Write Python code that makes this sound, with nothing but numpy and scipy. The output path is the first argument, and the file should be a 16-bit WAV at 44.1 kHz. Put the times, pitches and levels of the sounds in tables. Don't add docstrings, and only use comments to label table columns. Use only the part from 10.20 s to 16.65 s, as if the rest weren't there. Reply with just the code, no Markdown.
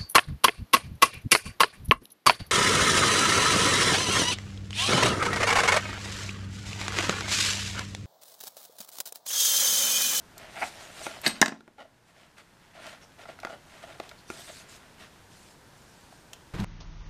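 import sys
import numpy as np
from scipy import signal
from scipy.fft import rfft, irfft, next_fast_len
from scipy.io import wavfile
from scipy.ndimage import uniform_filter1d, map_coordinates

SR = 44100
rng = np.random.default_rng(int(sys.argv[2]) if len(sys.argv) > 2 else 0)


def transcribe(u):
    v = np.clip(np.atleast_2d(u).T, -1, 1)
    q = np.round(v * 32767).astype(np.int16)
    wavfile.write(sys.argv[1], SR, q)


N = 284243

# start in seconds, length in seconds, level in dB.
HOLDING = (0, 5.16, -64.5)
# start in seconds, length in seconds, level in dB, grip from 0 to 1
RUBS = [(.15, 0.19, -48.5, 0.53), (.29, 0.27, -45.5, 0.25), (.5, 0.3, -50.5, 0.35),
        (.71, 0.39, -44.5, 0.47), (1.565, 0.11, -39, 0.97), (1.86, 0.078, -55, 0.19),
        (1.93, 0.17, -51, 0.36), (2.16, 0.079, -48.5, 0.23), (2.53, .08, -48, 0.62),
        (2.58, 0.22, -43, 0.36), (2.795, 0.077, -53.5, .3), (2.975, 0.094, -45.5, 0.55),
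        (3.055, .11, -49, 0.5), (3.17, 0.16, -57, 0.41), (3.275, 0.098, -41, 0.94), (3.46, .25, -53, 0.36),
        (3.615, .05, -45, 0.89), (3.66, 0.12, -46, 0.8), (3.8, .13, -54, 0.23), (4.11, .13, -51, .5),
        (4.268, 0.053, -47, 0.41), (4.3, 0.55, -58, 0.46), (4.77, 0.13, -51.5, 0.17)]
RUB_ATTACK, RUB_RELEASE = 0.28, 0.48
RUB_HISS_DB, GRIP_MUTES_DB = -4.5, 15.5
# centre in Hz, width in Hz, relative level in dB.
POUCH = [(236, 82, -9.5), (645.6, 94, 6), (850, 130, -6), (1028, 120, -13.5), (1408, 64, 0), (1835, 74, -7),
         (2137, 250, -11.5), (2915, 240, -12), (4400, 1700, -24)]
# frequency in Hz, relative level in dB.
SKIN_SPECTRUM = [(80, -18), (220, -2.5), (480, -8), (700, -5), (1200, -2.5), (2000, -0.5), (3500, -6),
                 (5000, -14), (10000, -28), (16000, -44)]
# start in seconds, level in dB, centre in Hz.
TAPS = [(.18, -45.5, 7000), (.968, -44, 900), (1.016, -46, 11000), (1.5824, -36, 890), (1.652, -41, 739),
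        (2.182, -46.5, 2200), (2.667, -45, 3480), (3.055, -42.5, 990), (3.189, -44, 1470),
        (3.201, -47.5, 3940), (3.232, -35, 1190), (3.27, -36.5, 1300), (3.892, -46.5, 3860),
        (3.9135, -44, 1390), (5.924, -51, 900), (6.401, -43.5, 3460)]
# start in seconds, length in seconds, level in dB.
SLIDES = [(0.273, 0.91, -55.5), (0.382, 0.12, -47.5), (0.588, 0.072, -61), (0.755, 0.17, -53.5),
          (0.826, 0.051, -46.5), (2.643, 0.087, -56), (3.356, 0.66, -65), (4.064, .17, -51),
          (4.162, .29, -50), (4.477, .11, -52), (5.07, .3, -60), (5.46, .62, -64.5)]
SLIDE_ATTACK, SLIDE_RELEASE = .2, .2
# frequency in Hz, relative level in dB.
SLIDE_SPECTRUM = [(300, -28), (1500, -4), (4000, -1.5), (9000, -4), (10500, -10), (15000, -20)]
# start in seconds, length in seconds, level in dB.
SCRAPES = [(0.349, 0.066, -37), (.41, 0.046, -27.5)]
# centre in Hz, width in Hz, relative level in dB.
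SLIDER = [(300, 120, -16), (664, 89, -2), (818, 103, 0), (1400, 126, -5), (2040, 210, -5.5),
          (2520, 300, -9.5)]
# start in seconds, level in dB, centre in Hz,
# thud level in dB.
KNOCKS = [(0.8665, -31, 870, -45), (1.407, -40.5, 1100, -43), (1.478, -39.5, 830, -39.5),
          (3.2494, -30, 900, -42), (3.7996, -32.5, 880, -47), (4.1016, -35, 1410, -37)]
# frequency in Hz, relative level in dB, 60 dB decay in
# seconds.
KNOCK_TABLE_MODES = [(250, -6.5, 0.05), (360, -1, 0.047), (434, -6.5, 0.021)]
# start in seconds, length in seconds, level in dB,
# share that sounds its shell from 0 to 1.
SKIDS = [(1.031, 0.11, -32.5, 0.06), (1.135, 0.1, -47.5, 0.15), (1.23, .16, -32.5, 0.9)]
SKID_ATTACK, SKID_RELEASE = 0.18, 0.75
# start in seconds, level in dB, centre in Hz,
# table thump level in dB, hood ring level in dB.
DROP = [(1.063, -22.5, 2920, -32.5, -19), (1.069, -27, 3430, -28, -24), (1.077, -28.5, 9160, -39.5, -33.5),
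        (1.2147, -11, 4330, -16.5, -36), (1.2252, -7.5, 1110, -23, -47), (1.2321, -29.5, 2014, -29, -43),
        (1.259, -18, 3500, -31.5, -32), (1.2809, -23, 3040, -24.5, -30), (1.292, -31, 2210, -28, -42),
        (1.321, -28, 900, -26, -60)]
# centre in Hz, width in Hz, relative level in dB.
SHELL = [(624.4, 62, 6), (870, 170, 1.5), (1064, 110, 1), (1380, 170, 0.5), (1700, 270, 1.5),
         (2100, 120, 1.5), (2556, 240, -4.5), (3950, 290, -4.5), (4640, 330, -8.5), (5850, 1000, -4.5),
         (8100, 510, -11)]
# frequency in Hz, relative level in dB, 60 dB decay in seconds.
TABLE_MODES = [(166, -8.5, 0.087), (228, 0, 0.1), (262, -3, 0.08), (308, 0.5, 0.047), (381, -10, .05)]
# frequency in Hz, relative level in dB, 60 dB decay in seconds when free.
RING_MODES = [(2069, -2, .04), (3840, -7, .035), (4246, 0, .03), (4590, 0, .05), (8387, -3, .15),
              (11300, -6, .065), (13916, -18, .12)]
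FLAT_S, FLAT_RING = 1.2, .35
# start in seconds, length in seconds, level in dB, pitch in Hz.
SQUEAKS = [(2.81, .05, -56.5, 5500), (3.97, .045, -56.5, 4260)]
SQUEAK_WIDTH_HZ = 400
CLICK_S, CLICK_DB = 6.132, -41.5
# centre in Hz, width in Hz, relative level in dB.
CLICKER = [(620, 180, 1), (3200, 500, -0.5), (4200, 450, -9), (6500, 1300, -2.5)]
# time in seconds, rumble level in dB, scuff level in dB.
BUMP = [(6.332, -71.5, -74), (6.338, -39, -39.5), (6.36, -30, -41.5), (6.383, -41, -42), (6.396, -26, -39),
        (6.435, -32, -43), (6.446, -36, -36)]
# centre in Hz, width in Hz, relative level in dB.
CASE = [(42, 50, -3), (106, 28, 1), (163, 40, -0.5), (207, 63, -7.5)]
# frequency in Hz, relative level in dB.
SCUFF_SPECTRUM = [(60, -8.5), (280, 3.5), (500, -2.5), (800, -3.5), (2000, -8.5), (3500, -14),
                  (9000, -28.5), (15000, -40)]
# frequency in Hz, relative level in dB.
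HISS_SPECTRUM = [(20, -11.5), (60, -6.5), (130, -3.5), (300, -10), (550, -12), (750, -13), (950, -11),
                 (1200, -16.5), (1550, -13.5), (2200, -20.5), (5000, -23.5), (9000, -27.5), (15000, -36)]
# frequency in Hz, 60 dB decay in seconds.
ROOM_DECAY = [(150, 0.64), (600, 0.33), (1500, 0.22), (5000, 0.29), (12000, .17)]
TOP_HZ = 15100


def amp(db):
    return 10 ** (np.asarray(db) / 20)


def unit(x):
    return x / np.sqrt(np.mean(x ** 2) + 1e-20)


def along(points, hz):
    f, v = np.transpose(points)
    return np.interp(np.log(hz + 1), np.log(f + 1), v)


def curves(rows):
    s, *cols = np.transpose(rows)
    return [np.interp(np.arange(N) / SR, s, c) for c in cols]


def wobble(rate):
    knots = rng.standard_normal(int(N * rate / SR) + 4)
    return map_coordinates(knots, [np.arange(N) * rate / SR])


def filtered(x, response):
    m = next_fast_len(len(x) + SR // 8)
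    return irfft(rfft(x, m) * response(np.fft.rfftfreq(m, 1 / SR)), m)[:len(x)]


def coloured(x, spectrum):
    return unit(filtered(x, lambda hz: amp(along(spectrum, hz))))


def body(modes, hz):
    total = 0
    for k, (centre, width, db) in enumerate(modes):
        damping = 1j * hz * width
        total = total + (-1) ** k * amp(db) * damping / (centre * centre - hz * hz + damping)
    return total


def add(track, s, sound):
    part = track[round(s * SR):][:len(sound)]
    part += sound[:len(part)]


def slips(rate, spread_db, smooth):
    happens = rng.random(N) < rate / SR
    size = amp(spread_db * np.clip(rng.standard_normal(N), -2, 2))
    grains = happens * rng.choice([-1, 1], N) * size
    return unit(unit(grains) + smooth * rng.standard_normal(N))


def stroke(start, length, attack, release):
    u = (np.arange(N) / SR - start) / length
    return np.clip(np.minimum(u / attack, (1 - u) / release), 0, 1)


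def patchy(x, depth_db):
    z = signal.stft(x, nperseg=512)[2]
    field = uniform_filter1d(rng.standard_normal(z.shape), size=7, axis=0)
    field = uniform_filter1d(field, size=5, axis=1)
    return unit(signal.istft(z * amp(depth_db * unit(field)), nperseg=512)[1][:N])


def sliding_hiss():
    fine = slips(rate=2500, spread_db=5.5, smooth=1.2)
    return patchy(coloured(fine, SLIDE_SPECTRUM), depth_db=3.0)


def friction(rows, response, attack, release, hiss_db, mute_db):
    drag = slips(rate=350, spread_db=4.0, smooth=0.4) * amp(3.8 * wobble(70))
    hollow = unit(filtered(drag, response))
    surface = coloured(slips(rate=450, spread_db=2.0, smooth=0.7), SKIN_SPECTRUM)
    hiss = sliding_hiss()
    track = np.zeros(N)
    for start, length, db, grip in rows:
        grip = np.clip(grip, 0, 1)
        sound = np.sqrt(grip) * hollow + np.sqrt(1 - grip) * surface
        sound = sound + amp(hiss_db - mute_db * grip) * hiss
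        track += amp(db) * stroke(start, length, attack, release) * sound
    return track


def blow(x):
    return x / np.sqrt(np.mean(x[:round(.008 * SR)] ** 2))


def hardness(centre_hz, hz, focus):
    return body([(centre_hz, centre_hz / focus, 0)], hz) / (1 + 1j * hz / (3 * centre_hz))


def contact(centre_hz, modes, direct_db, t60, focus):
    t = np.arange(SR // 8) / SR
    crunch = rng.standard_normal(len(t)) * amp(-60 * t / t60)

    def response(hz):
        return hardness(centre_hz, hz, focus) * (body(modes, hz) + amp(direct_db))
    return blow(filtered(crunch, response))


def ring(modes, attack):
    t = np.arange(SR // 2) / SR
    tones = 0
    for hz, db, t60 in modes:
        decay = amp(db + rng.normal(0, 1) - 60 * t / t60)
        tones = tones + decay * np.sin(2 * np.pi * hz * t)
    return blow(tones * (1 - np.exp(-t / attack)))


def rubbing():
    start, length, db = HOLDING
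    rustle = coloured(slips(rate=300, spread_db=4.0, smooth=0.66), SKIN_SPECTRUM)
    unrest = amp(db + 1.6 * wobble(9))
    holding = unrest * stroke(start, length, attack=0.033, release=.04) * rustle
    rubs = friction(RUBS, lambda hz: body(POUCH, hz), RUB_ATTACK, RUB_RELEASE,
                    hiss_db=RUB_HISS_DB, mute_db=GRIP_MUTES_DB)
    return holding + rubs


def taps():
    track = np.zeros(N)
    for s, db, centre_hz in TAPS:
        direct_db = -15 + 7 * np.log2(centre_hz / 1000)
        add(track, s, amp(db) * contact(centre_hz, POUCH, direct_db=direct_db, t60=0.021, focus=1.4))
    return track


def sliding():
    push = sum(amp(db) * stroke(s, length, SLIDE_ATTACK, SLIDE_RELEASE) for s, length, db in SLIDES)
    return sliding_hiss() * push


def scrape():
    drag = slips(rate=550, spread_db=3, smooth=0.59)
    push = sum(amp(db) * stroke(s, length, attack=0.41, release=0.51) for s, length, db in SCRAPES)
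    return push * unit(filtered(drag, lambda hz: body(SLIDER, hz) / (1 + 1j * hz / 7000)))


def knocks():
    track = np.zeros(N)
    for s, db, centre_hz, thud_db in KNOCKS:
        add(track, s, amp(db) * contact(centre_hz, POUCH, direct_db=-4.0, t60=0.018, focus=0.76))
        add(track, s, amp(thud_db) * ring(KNOCK_TABLE_MODES, attack=0.00051))
    return track


def skidding():
    def dull_shell(hz):
        return body(SHELL, hz) * hardness(800, hz, focus=.6)
    return friction(SKIDS, dull_shell, SKID_ATTACK, SKID_RELEASE, hiss_db=-6, mute_db=23.5)


def thump():
    no_bass = signal.butter(4, 165, "highpass", fs=SR, output="sos")
    return blow(signal.sosfilt(no_bass, ring(TABLE_MODES, attack=0.00036)))


def lighter():
    track = np.zeros(N)
    for s, db, centre_hz, thump_db, ring_db in DROP:
        add(track, s, amp(db) * contact(centre_hz, SHELL, direct_db=-17.5, t60=.018, focus=0.71))
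        add(track, s, amp(thump_db) * thump())
        free = FLAT_RING if s > FLAT_S else 1
        struck = []
        for hz, level, t60 in RING_MODES:
            band_db = 20 * np.log10(abs(hardness(centre_hz, hz, focus=2.4)))
            struck.append((hz, level + band_db, free * t60))
        add(track, s, amp(ring_db) * ring(struck, attack=0.00025))
    return track


def squeaks():
    drag = rng.standard_normal(N)
    track = np.zeros(N)
    for s, length, db, pitch_hz in SQUEAKS:
        tone = unit(filtered(drag, lambda hz: body([(pitch_hz, SQUEAK_WIDTH_HZ, 0)], hz)))
        track += amp(db) * stroke(s, length, attack=.4, release=0.37) * tone
    return track


def click():
    track = np.zeros(N)
    add(track, CLICK_S, amp(CLICK_DB) * contact(3600, CLICKER, direct_db=-17.5, t60=0.027, focus=0.22))
    return track


def bump():
    rumble_db, scuff_db = curves(BUMP)
    rumble = unit(filtered(rng.standard_normal(N), lambda hz: body(CASE, hz)))
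    scuff = coloured(slips(rate=1300, spread_db=3.5, smooth=.7), SCUFF_SPECTRUM)
    return amp(rumble_db) * rumble + amp(scuff_db) * scuff


def room(x):
    hz, t, z = signal.stft(rng.standard_normal(SR // 2), SR, nperseg=256)
    decay = amp(-60 * t / along(ROOM_DECAY, hz)[:, None])
    tail = signal.istft(z * decay, SR, nperseg=256)[1]
    tail = np.concatenate([np.zeros(round(.004 * SR)), tail])
    return signal.fftconvolve(x, tail / np.linalg.norm(tail))[:N]


def scene():
    handling = rubbing() + taps() + sliding() + scrape() + knocks() + squeaks()
    near = handling + skidding() + lighter() + click()
    hiss = amp(-55.0) * coloured(rng.standard_normal(N), HISS_SPECTRUM)
    return (near + amp(-12) * room(near) + bump() + hiss)[None]


def gain_control(x, depth_db, attack, release):
    t = np.arange(N) / SR
    power = np.abs(uniform_filter1d(x ** 2, size=SR // 50))
    level_db = 10 * np.log10(power + 1e-12)
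    overload = np.clip((level_db + 16.5) / 2, 0, 1)
    held = np.maximum.accumulate(overload * np.exp(t / release)) * np.exp(-t / release)
    step = 1 / (attack * SR)
    return x * amp(-depth_db * signal.lfilter([step], [1, step - 1], held))


def record(dry):
    x = gain_control(dry[0], depth_db=15, attack=0.055, release=0.89)
    x = x / (1 + (x / .75) ** 4) ** (1 / 4)
    return filtered(x, lambda hz: 1 / (1 + (hz / TOP_HZ) ** 80))[None]


dry = scene()
out = record(dry)
transcribe(out)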